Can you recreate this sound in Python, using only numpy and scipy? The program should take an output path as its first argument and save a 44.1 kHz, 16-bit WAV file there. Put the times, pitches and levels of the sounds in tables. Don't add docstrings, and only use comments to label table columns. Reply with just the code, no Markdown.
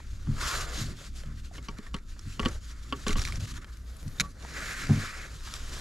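import sys
import numpy as np
from scipy import signal
from scipy.fft import rfft, irfft, next_fast_len
from scipy.io import wavfile
from scipy.ndimage import uniform_filter1d, map_coordinates

SR = 44100
rng = np.random.default_rng(int(sys.argv[2]) if len(sys.argv) > 2 else 0)


def waveform_to_disk(signal):
    frames = np.transpose(np.atleast_2d(signal))
    scaled = np.clip(frames, -1, 1) * 32767
    samples = np.round(scaled).astype(np.int16)
    wavfile.write(sys.argv[1], SR, samples)


def nominal_scale(level):
    x = np.asarray(level, float) / 20
    return 10 ** x


N = 256017

# pitch in [Hz], level in [dB], share of the nudge's t60 [ratio].
TUBE_MODES = [(100.8, -4, 0.7), (142.4, 0.5, 0.55), (216.2, -6, 0.66), (269, -7.5, 0.54),
              (384, -15.5, 0.26)]


def unit(x):
    return x / np.sqrt(np.mean(x ** 2) + 1e-20)


def along(points, hz):
    f, v = np.transpose(points)
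    return np.interp(np.log(hz + 1), np.log(f + 1), v)


def wobble(rate):
    knots = rng.standard_normal(int(N * rate / SR) + 4)
    return map_coordinates(knots, [np.arange(N) * rate / SR])


def filtered(x, response):
    m = next_fast_len(x.shape[-1] + 8192)
    spectrum = rfft(x, m) * response(np.fft.rfftfreq(m, 1 / SR))
    return irfft(spectrum, m)[..., :x.shape[-1]]


def resonances(modes):
    def response(f):
        total = 0
        for k, (centre, width, db) in enumerate(modes):
            loss = 1j * f * width
            total = total + (-1) ** k * nominal_scale(db) * loss / (centre * centre - f * f + loss)
        return total
    return response


def pair(shape):
    # frequency in [Hz], correlation [ratio].
    likeness = [(60, .995), (160, .99), (300, .92), (550, .8), (1200, .93), (2600, .74), (5000, .87),
                (8000, .96), (13000, .38)]
    hz, s, z = signal.stft(rng.standard_normal((2, N)), SR, nperseg=512)
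    angle = np.arccos(np.clip(along(likeness, hz), -1, 1))[:, None] / 2
    z = z * shape(hz[:, None], s) * [np.cos(angle), np.sin(angle)]
    mid, side = signal.istft(z, SR, nperseg=512)[1][:, :N]
    return unit(np.array([mid + side, mid - side]))


def ring(modes, attack, scatter_db, detune=0):
    t = np.arange(SR // 3) / SR
    x = np.zeros(len(t))
    for hz, db, t60 in modes:
        strength_db = db + scatter_db * rng.standard_normal()
        pitch = hz * (1 + detune * rng.standard_normal())
        x += nominal_scale(strength_db - 60 * t / t60) * np.sin(2 * np.pi * pitch * t)
    x = x * (1 - np.exp(-t / attack))
    return x / np.abs(x).max()


def crack(t60, colour, blow=0):
    t = np.arange(SR // 12) / SR
    puff = rng.standard_normal(len(t)) * nominal_scale(-60 * t / t60)
    puff[:4] += blow
    x = filtered(puff, lambda hz: colour(hz) / (1 + 1j * hz / 9000))
    return x / np.abs(x).max()


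def add(track, s, x, pan_db=0):
    track[:, round(s * SR):][:, :len(x)] += x * nominal_scale([[pan_db / 2], [-pan_db / 2]])


def strokes(rows, slopes, rest_db=-120):
    t = np.arange(0, N + 64, 64) / SR
    rows = np.array(rows)
    s, hold, level_db = rows[:, :1], np.abs(rows[:, 1:2]), rows[:, 2:]
    rise, fall = slopes
    fade_db = -rise * np.maximum(s - t, 0) - fall * np.maximum(t - s - hold, 0)
    power = nominal_scale(2 * level_db).T @ nominal_scale(2 * fade_db) + nominal_scale(2 * np.reshape(rest_db, (-1, 1)))
    return np.array([np.interp(np.arange(N) / SR, t, p) for p in power])


def rod():
    out = np.zeros((2, N + SR))
    knock_rod(out)
    tap_grip(out)
    ping_parts(out)
    return out[:, :N]


def knock_rod(out):
    # start in [s], ring in [dB], clack in [dB], butt thud in [dB], thud pitch in [Hz].
    knocks = [(1.5809, -46.5, -39, -50.5, 288), (1.6846, -37, -34, -42, 211),
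              (1.7862, -52, -47.5, -41.5, 212), (1.9423, -33.5, -28, -35.5, 192),
              (2.3948, -27.5, -21.5, -33.5, 218), (2.43, -36, -35, -47, 217), (2.4512, -33, -24, -43, 205),
              (2.4572, -26, -18.5, -27.5, 239), (2.925, -26, -21.5, -36, 269),
              (3.066, -28.5, -23.5, -33, 213.5), (3.092, -34.5, -26.5, -32.5, 211),
              (3.1562, -34, -31, -35.5, 190.6)]
    # pitch in [Hz], level in [dB], t60 in [s].
    blank = [(410, -4, .11), (519, -6, .08), (925, -10, .1), (1135, 5, .06), (1250, -3, .045),
             (1370, -3, .04)]
    # pitch in [Hz], level in [dB], t60 in [s].
    spool = [(1560, -5, .024), (1920, 0, .024), (2300, -8, .014), (2890, 5, .02), (3090, 2, .016),
             (3400, 0, .02), (3800, -11, .014), (4100, -8, .02), (4390, -5, .024), (4750, -6, .016),
             (5600, -10, .014), (7300, -18, .01), (8500, -22, .01)]
    # multiple of the thud pitch [ratio], level in [dB], t60 in [s].
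    butt = [(1.01, 15, 0.038), (1.4, -4, 0.13), (1.95, -3, 0.086), (2.5, -6.5, 0.027)]
    pan_db = 1
    loose_parts = resonances([(1430, 420, 0)] + [(hz, 400, level) for hz, level, _ in spool[1::2]])
    for s, ring_db, clack_db, thud_db, thud_hz in knocks:
        rattle = crack(0.04, loose_parts)
        add(out, s, nominal_scale(ring_db + 4) * ring(blank, attack=.0008, scatter_db=2), pan_db)
        clack = ring(spool, attack=.0003, scatter_db=2, detune=.01)
        add(out, s, nominal_scale(clack_db - .5) * clack, pan_db)
        add(out, s, nominal_scale(clack_db - 1.5) * rattle, pan_db)
        butt_modes = [(k * thud_hz, level, t60) for k, level, t60 in butt]
        thud = ring(butt_modes, attack=0.0013, scatter_db=1.5)
        add(out, s + 0.0029, nominal_scale(thud_db + 9.5) * thud)


def tap_grip(out):
    # start in [s], peak in [dB], top of the
    # spectrum in [Hz], t60 in [s].
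    taps = [(0.002, -39, 1600, .03), (0.272, -37.5, 1300, 0.02), (1.235, -36, 3600, 0.016),
            (1.511, -50, 900, 0.02), (2.164, -44, 1860, 0.059), (3.645, -29, 2530, 0.021),
            (4.2, -39, 1000, 0.055), (4.2114, -33.5, 442, 0.13), (4.449, -30.5, 1490, 0.018),
            (4.894, -28.5, 1260, 0.18), (5.407, -38.5, 3000, 0.018), (5.4755, -29, 2600, 0.013)]
    for s, db, top_hz, t60 in taps:
        cork = resonances([(top_hz / 2, top_hz, 0)])
        add(out, s, nominal_scale(db - 2.5) * crack(t60, lambda hz: cork(hz) ** 2, blow=1.05))


def ping_parts(out):
    # start in [s], peak in [dB],
    # pitch in [Hz], t60 in [s].
    pings = [(1.237, -45, 554, 0.028), (1.512, -47, 700, 0.039), (1.553, -45.5, 1800, 0.055),
             (1.584, -46, 2180, 0.034), (1.686, -42, 2300, 0.038), (1.863, -50, 1140, 0.068),
             (1.866, -45, 1820, 0.053), (2.43, -37, 1970, 0.021), (1.685, -41, 5720, .02),
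             (1.685, -46, 4670, .02), (3.194, -31.5, 5560, .025), (3.275, -38, 5650, .025),
             (4.183, -44, 3650, .05), (4.184, -50, 6500, .03), (4.205, -29, 186, 0.18),
             (2.483, -42, 1140, .06), (3.106, -29, 2100, .02), (3.113, -35, 1170, 0.037),
             (3.19, -19, 42.3, 0.05), (3.284, -40.5, 1146, 0.085), (3.298, -41, 1230, .03),
             (5.046, -33, 1340, 0.034), (5.05, -37, 1170, 0.016)]
    # start in [s], peak in [dB], pitch in [Hz], t60 in [s].
    shivers = [
        (4.2135, -41, 1143, .09),
        (4.238, -39, 1143, .08),
        (4.2485, -44, 1143, .09),
        (4.2625, -51, 1143, .08),
    ]
    for s, db, hz, t60 in pings + shivers:
        note = ring([(hz, 0, t60), (1.08 * hz, -5, t60 / 2)], attack=.0015, scatter_db=0)
        add(out, s, nominal_scale(db) * note)


def reel():
    # start in [s], peak in [dB], pitch in [Hz], pan in [dB].
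    ticks = [(1.557, -43, 3100, -4), (1.627, -47, 7500, 2), (1.867, -46, 3000, -4), (1.785, -46, 2240, 0),
             (1.7855, -41.5, 4400, 0), (1.936, -49, 5760, -1), (1.9415, -41, 6900, 3),
             (1.9445, -32.5, 2900, -2), (1.9645, -46, 3900, 0), (1.965, -43, 1900, 2),
             (1.9855, -50, 2200, -2), (1.986, -52, 3900, 0), (2.1926, -38, 5240, -6),
             (2.3995, -31, 2900, 3), (2.4835, -36.5, 4800, 2), (2.487, -34, 7300, 4),
             (2.4515, -33, 4600, 2), (2.4585, -29, 2900, 2), (3.081, -29, 6350, -3),
             (3.0818, -21.5, 3300, -1), (3.1067, -27, 4000, 1), (3.1295, -29, 2160, -5),
             (3.13, -42, 3900, -3), (3.183, -31, 1300, -6), (3.1936, -38, 5600, -1), (3.194, -25, 3200, 0),
             (3.2176, -27, 4800, -3), (3.218, -37, 2300, -3), (3.238, -31, 7200, 2), (3.2382, -37, 2780, 0),
             (3.251, -28, 2200, -4), (3.2515, -27, 3620, -4), (3.2513, -35, 5500, 0),
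             (3.274, -37, 5600, -4), (3.2748, -31, 2100, -6), (3.286, -32, 2880, -1),
             (3.323, -29, 2270, -2.5), (3.3564, -35, 5600, 4), (3.406, -37.5, 5900, -3),
             (3.455, -43, 2000, 0), (3.5399, -42, 2150, 10), (3.558, -42, 4200, 0), (3.771, -52, 12000, 16),
             (3.967, -52, 10500, 21), (4.029, -50, 11000, 17), (4.0795, -48, 8900, 22),
             (4.289, -57, 5530, -1), (4.4251, -45, 4040, -21), (4.8698, -30.5, 4730, 3),
             (5.5386, -27.5, 3850, 2)]
    # start in [s], peak in [dB], pitch in [Hz], pan in [dB].
    snap = [(4.1983, -17, 3900, -6), (4.1988, -21, 5500, -4), (4.1995, -20, 2300, -6),
            (4.2025, -23, 3900, -4), (4.203, -25, 5500, -2), (4.2058, -18.5, 6900, 2),
            (4.2062, -17.5, 3900, 0), (4.207, -27, 2300, 0), (4.2114, -24, 2300, -3),
            (4.2118, -21.5, 3900, -2), (4.2122, -26, 6700, 1)]
    # pitch in [Hz], width in [Hz], level in [dB].
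    bail_body = [(1300, 540, 2), (2300, 400, 5), (3850, 1400, 1), (5880, 340, 8), (7010, 1200, 1.5),
                 (10100, 1900, -1.5)]
    # pitch in [Hz], width in [Hz], level in [dB].
    snap_body = [(1400, 270, 2.5), (2300, 360, 2), (3100, 620, -4.5), (3900, 490, -2), (5500, 850, -2),
                 (6900, 700, 1.5), (10500, 2200, -5.5)]
    out = np.zeros((2, N + SR))
    for rows, modes, t60, lead_db in [(ticks, bail_body, .012, 13), (snap, snap_body, .014, 12)]:
        body = resonances(modes)
        for s, db, lead_hz, pan_db in rows:
            lead = resonances([(lead_hz, 600, lead_db)])
            contact = crack(t60, lambda hz: body(hz) * (1.5 + lead(hz)), blow=1.84)
            add(out, s, nominal_scale(db + 3.5) * contact, pan_db)
    add(out, 4.268, nominal_scale(-66) * ring([(10300, 0, .12)], attack=.05, scatter_db=0))
    return out[:, :N]


def near_walls(x, count=8):
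    echoes = np.zeros((2, SR // 40))
    echoes[:, 0] = 1
    for side in echoes:
        side[rng.integers(12, 500, count)] = rng.normal(0, 0.051, count)
    return signal.fftconvolve(x, echoes, axes=1)[:, :N]


def line():
    # start in [s], hold in [s], level in [dB].
    slips = [
        (3.76, .03, -76),
        (3.95, .1, -71),
        (4.08, 0.11, -65.5),
    ]
    slipping = np.sqrt(strokes(slips, (58, 160)))
    guides = resonances([(11200, 4900, 0)])
    whisper = pair(lambda hz, s: np.abs(guides(hz)) ** 2) * nominal_scale(1.7 * wobble(200))
    return slipping * unit(whisper) * nominal_scale([[1.5], [-1.5]])


def sleeves():
    # start in [s], hold in [s], hiss in [dB], scrape in [dB], rub in [dB].
    arm = [(-0.007, 0.29, -61.5, -67, -67.5), (0.27, 0.1, -68, -62, -59), (0.365, 0.013, -50, -55.5, -53),
           (0.55, 0.069, -39.5, -43, -45.5), (0.648, 0.085, -51.5, -49, -46.5),
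           (0.772, 0.043, -40, -47, -49), (2.28, 0.072, -54.5, -61, -69), (2.995, 0.047, -51, -58, -59),
           (3.736, 0.03, -60, -64, -85.0), (3.882, 0.31, -61, -65.5, -59),
           (4.203, 0.054, -57.5, -59.5, -54), (4.429, 0.09, -53.5, -58, -52.5),
           (4.572, 0.14, -44.5, -43.5, -49), (4.728, 0.12, -44.5, -43.5, -52), (4.924, 0.11, -47, -49, -47),
           (5.011, 0.079, -45, -44, -71), (5.144, 0.11, -49.5, -48.5, -52), (5.331, 0.039, -53, -59.5, -59),
           (5.467, 0.092, -47, -52, -64), (5.56, 0.15, -51.5, -56.5, -55), (5.741, 0.071, -46, -51.5, -50)]
    # start in [s], hold in [s], hiss in [dB], scrape in [dB], rub in [dB].
    wrist = [(0.412, 0.14, -37.5, -37.5, -45.5), (0.886, 0.034, -53.5, -56, -53),
             (0.988, 0.081, -50, -58.5, -58.5), (1.165, 0.045, -52, -62, -59.5),
             (1.249, 0.075, -62, -62, -63), (1.376, 0.014, -56.5, -62.5, -69),
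             (1.45, 0.01, -55, -64.5, -84.5), (1.539, 0.035, -55, -60, -55),
             (1.634, 0.036, -57.5, -62, -66), (1.711, 0.026, -62.5, -64, -57),
             (1.778, 0.011, -60.5, -57, -77), (1.834, 0.04, -58, -59.5, -58),
             (1.965, 0.00041, -57.5, -55.5, -59), (2.094, 0.034, -59, -65.0, -70),
             (2.186, 0.049, -62, -68, -72), (2.422, 0.067, -50, -49.5, -45.5),
             (2.515, 0.046, -52, -58, -53.5), (2.636, 0.073, -54.5, -63.5, -85.0),
             (2.706, 0.022, -57.5, -58.5, -66), (2.761, 0.12, -62.5, -63, -66.5),
             (2.833, 0.092, -61.5, -77, -86), (2.927, 0.026, -72, -56.5, -55)]
    # start in [s], hold in [s], hiss in [dB], scrape in [dB], rub in [dB].
    cuff = [(3.07, 0.064, -44, -47.5, -47.5), (3.169, 0.058, -43, -49.5, -47),
            (3.251, 0.053, -44, -52.5, -53.5), (3.329, 0.045, -49, -55.5, -54),
            (3.402, 0.052, -48.5, -56, -54.5), (3.475, 0.042, -47, -54.5, -74),
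            (3.545, 0.035, -50, -53, -67), (3.618, 0.015, -58, -56, -63), (3.671, 0.029, -63, -62.5, -61),
            (4.184, 0.011, -52, -74, -66), (4.289, 0.028, -64, -72, -78)]
    power = strokes(arm, (158, 220), rest_db=(-71, -97, -87))
    power = power + strokes(wrist, (440, 360)) + strokes(cuff, (1500, 730))
    hissing, scraping, rubbing = np.sqrt(power)
    scrape, hiss, rub = cloth_scrape(), cloth_hiss(), cloth_rub()
    return nominal_scale(3.0) * scraping * scrape + nominal_scale(1.02) * hissing * hiss + nominal_scale(-3.5) * rubbing * rub


def cloth_scrape():
    # time in [s], pitch in [Hz], upper mode in [dB].
    fold_path = [(0, 1490, 0.5), (.4, 1200, -25), (.6, 1250, -18), (.75, 1230, -3.5), (2.5, 1330, -5.5),
                 (3.15, 1270, -4), (3.3, 1230, -4.5), (4.4, 1190, -2), (4.58, 1540, -7), (4.85, 1550, -7.5),
                 (5.0, 1400, -4.5), (5.2, 1400, -2), (5.4, 1200, -7.5), (5.8, 1180, -3.5)]
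    times, pitch_hz, upper_db = np.transpose(fold_path)

    def fold(hz, s):
        low_hz = np.interp(s, times, pitch_hz)
        modes = [(low_hz, 580, 0), (1.62 * low_hz, 1100, np.interp(s, times, upper_db))]
        edge = 1 + (hz / np.minimum(1.94 * low_hz, 2750)) ** 22
        low_cut = hz ** 8 / (hz ** 8 + 930. ** 8)
        return np.abs(resonances(modes)(hz)) / edge * low_cut

    return unit(pair(fold) * nominal_scale(1.3 * wobble(150)))


def cloth_hiss():
    # frequency in [Hz], density in [dB per Hz].
    fibres = [(1410, -15), (2400, -1.5), (2780, -1), (4150, 0.5), (5680, -1.5), (6140, -2), (7120, -0.5),
              (8200, -8), (12000, -13), (14100, -23.5), (15600, -29)]
    uneven = patches(depth_db=1.4)
    hiss = pair(lambda hz, s: nominal_scale(along(fibres, hz)) * uneven(hz, s))
    return unit(hiss * nominal_scale(0.91 * wobble(400) + 1.41 * wobble(60)))


def patches(depth_db):
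    def field(hz, s):
        raw = rng.standard_normal((len(hz), len(s)))
        smooth = uniform_filter1d(uniform_filter1d(raw, size=5, axis=0), size=10, axis=1)
        return nominal_scale(depth_db * unit(smooth))
    return field


def cloth_rub():
    dull = resonances([(480, 450, 0)])
    return unit(pair(lambda hz, s: np.abs(dull(hz)) ** 2) * nominal_scale(2.3 * wobble(80)))


def hull():
    # start in [s], hold in [s], swell in [dB], tube creak in [dB], engine in [dB].
    lurches = [(0.065, 0.26, -41.5, -60, -44.5), (0.299, 0.16, -36, -49.5, -56),
               (0.559, 0.14, -36.5, -51, -46), (0.78, 0.14, -38, -45, -40), (1.08, 0.48, -41.5, -60, -44.5),
               (1.41, 0.2, -60, -57.5, -50), (1.721, 0.0072, -36.5, -53, -67),
               (1.912, 0.069, -41, -82, -45), (2.094, 0.032, -41, -80, -53), (2.24, 0.078, -43, -59, -48.5),
               (2.436, 0.03, -30.5, -42, -34), (2.56, 0.26, -41.5, -68, -55),
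               (2.897, 0.092, -57, -51, -44.5), (3.097, 0, -31, -60, -44), (3.156, 0.033, -26, -43.5, -51),
               (3.306, 0.063, -34, -45.5, -41.5), (3.494, 0.091, -38, -51.5, -43),
               (3.71, 0.23, -47.5, -81, -42), (4.029, 0.26, -42, -55, -43), (4.44, 0.23, -44, -54, -48),
               (4.815, 0.22, -39, -47, -63), (5.212, 0.15, -45.5, -58.5, -43.5),
               (5.43, 0.24, -40.5, -61, -46.5), (5.712, 0.14, -45, -53, -45)]
    swelling, creaking, droning = np.sqrt(strokes(lurches, (168, 150), rest_db=(-50, -90, -52.5)))
    moving = swelling * swell() + nominal_scale(2.1) * creaking * tube_creak()
    return moving + droning * far_engine() + tube_booms()


def swell():
    # frequency in [Hz], density in [dB per Hz].
    rumble = [(12, -24), (20, 4.5), (40, -8.5), (55, -4), (75, -13.5), (100, -8), (200, -120)]
    common, apart = rng.standard_normal((2, N))
    return unit(filtered(common + apart * [[.13], [-.13]], lambda hz: nominal_scale(along(rumble, hz))))


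def tube_creak():
    friction = rng.standard_normal(N) * nominal_scale(2.5 * wobble(23))
    return unit(filtered(friction, resonances([(hz, 35, db) for hz, db, _ in TUBE_MODES])))


def far_engine():
    note = np.sin(2 * np.pi * np.cumsum(59.5 + 1.76 * wobble(8.7)) / SR)
    band = resonances([(58, 16, 0)])
    rough = unit(filtered(rng.standard_normal(N), lambda hz: band(hz) ** 2))
    return unit(note + 0.52 * rough)


def tube_booms():
    # start in [s], peak in [dB], t60 in [s], tilt in [dB per octave].
    nudges = [
        (0.275, -19, 0.32, -2.5),
        (0.8, -27.5, 0.45, -7.5),
        (1.249, -33.5, 0.88, -6.5),
        (2.257, -31, 0.22, -7.5),
        (3.377, -29.5, 0.17, -8.5),
        (3.421, -25.5, 0.15, -17),
        (4.062, -27, 0.1, -6),
        (4.181, -36, 0.72, -1),
        (4.893, -11, 0.27, 0.5),
        (4.961, -21.5, 0.18, -4),
    ]
    booms = np.zeros((2, N + SR))
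    for s, db, t60, tilt_db in nudges:
        modes = [(hz, level + tilt_db * np.log2(hz / 150), share * t60) for hz, level, share in TUBE_MODES]
        add(booms, s, nominal_scale(db - 0.1) * ring(modes, attack=0.012, scatter_db=1.5))
    return booms[:, :N]


def open_air():
    # frequency in [Hz], density in [dB per Hz].
    air_colour = [(53, -22), (90, -1), (145, -6.5), (282, -8), (407, -23.5), (527, -21.5), (761, -37),
                  (1360, -20.5), (2720, -59), (4360, -36), (7010, -58), (8510, -45), (12000, -43),
                  (15600, -51)]
    return nominal_scale(-56.5) * pair(lambda hz, s: nominal_scale(along(air_colour, hz)))


def scene():
    return near_walls(rod() + reel()) + line() + sleeves() + hull() + open_air()


def band_limit(x):
    return signal.sosfilt(signal.butter(12, 15720, fs=SR, output="sos"), x)


def record(dry):
    # frequency in [Hz], gain in [dB].
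    top_end = [(100, 0), (14000, 0), (15300, -5), (15700, -11), (15800, -60)]
    # frequency in [Hz], left minus right in [dB].
    lean = [(100, .4), (500, .3), (1000, .4), (2200, -.8), (4000, .3), (8000, 1.2), (13000, 3.2)]
    # frequency in [Hz], phase by which left leads in [radians].
    lead = [(60, 0), (200, -.06), (600, -.6), (1200, -.28), (2000, -.92), (2600, -.92), (4600, -.35),
            (9000, .1)]
    side = np.array([[.5], [-.5]])

    def ports(hz):
        gain = nominal_scale(along(top_end, hz) + side * along(lean, hz))
        return gain * np.exp(1j * side * along(lead, hz))

    return band_limit(filtered(dry, ports))


dry = scene()
out = record(dry)
waveform_to_disk(out)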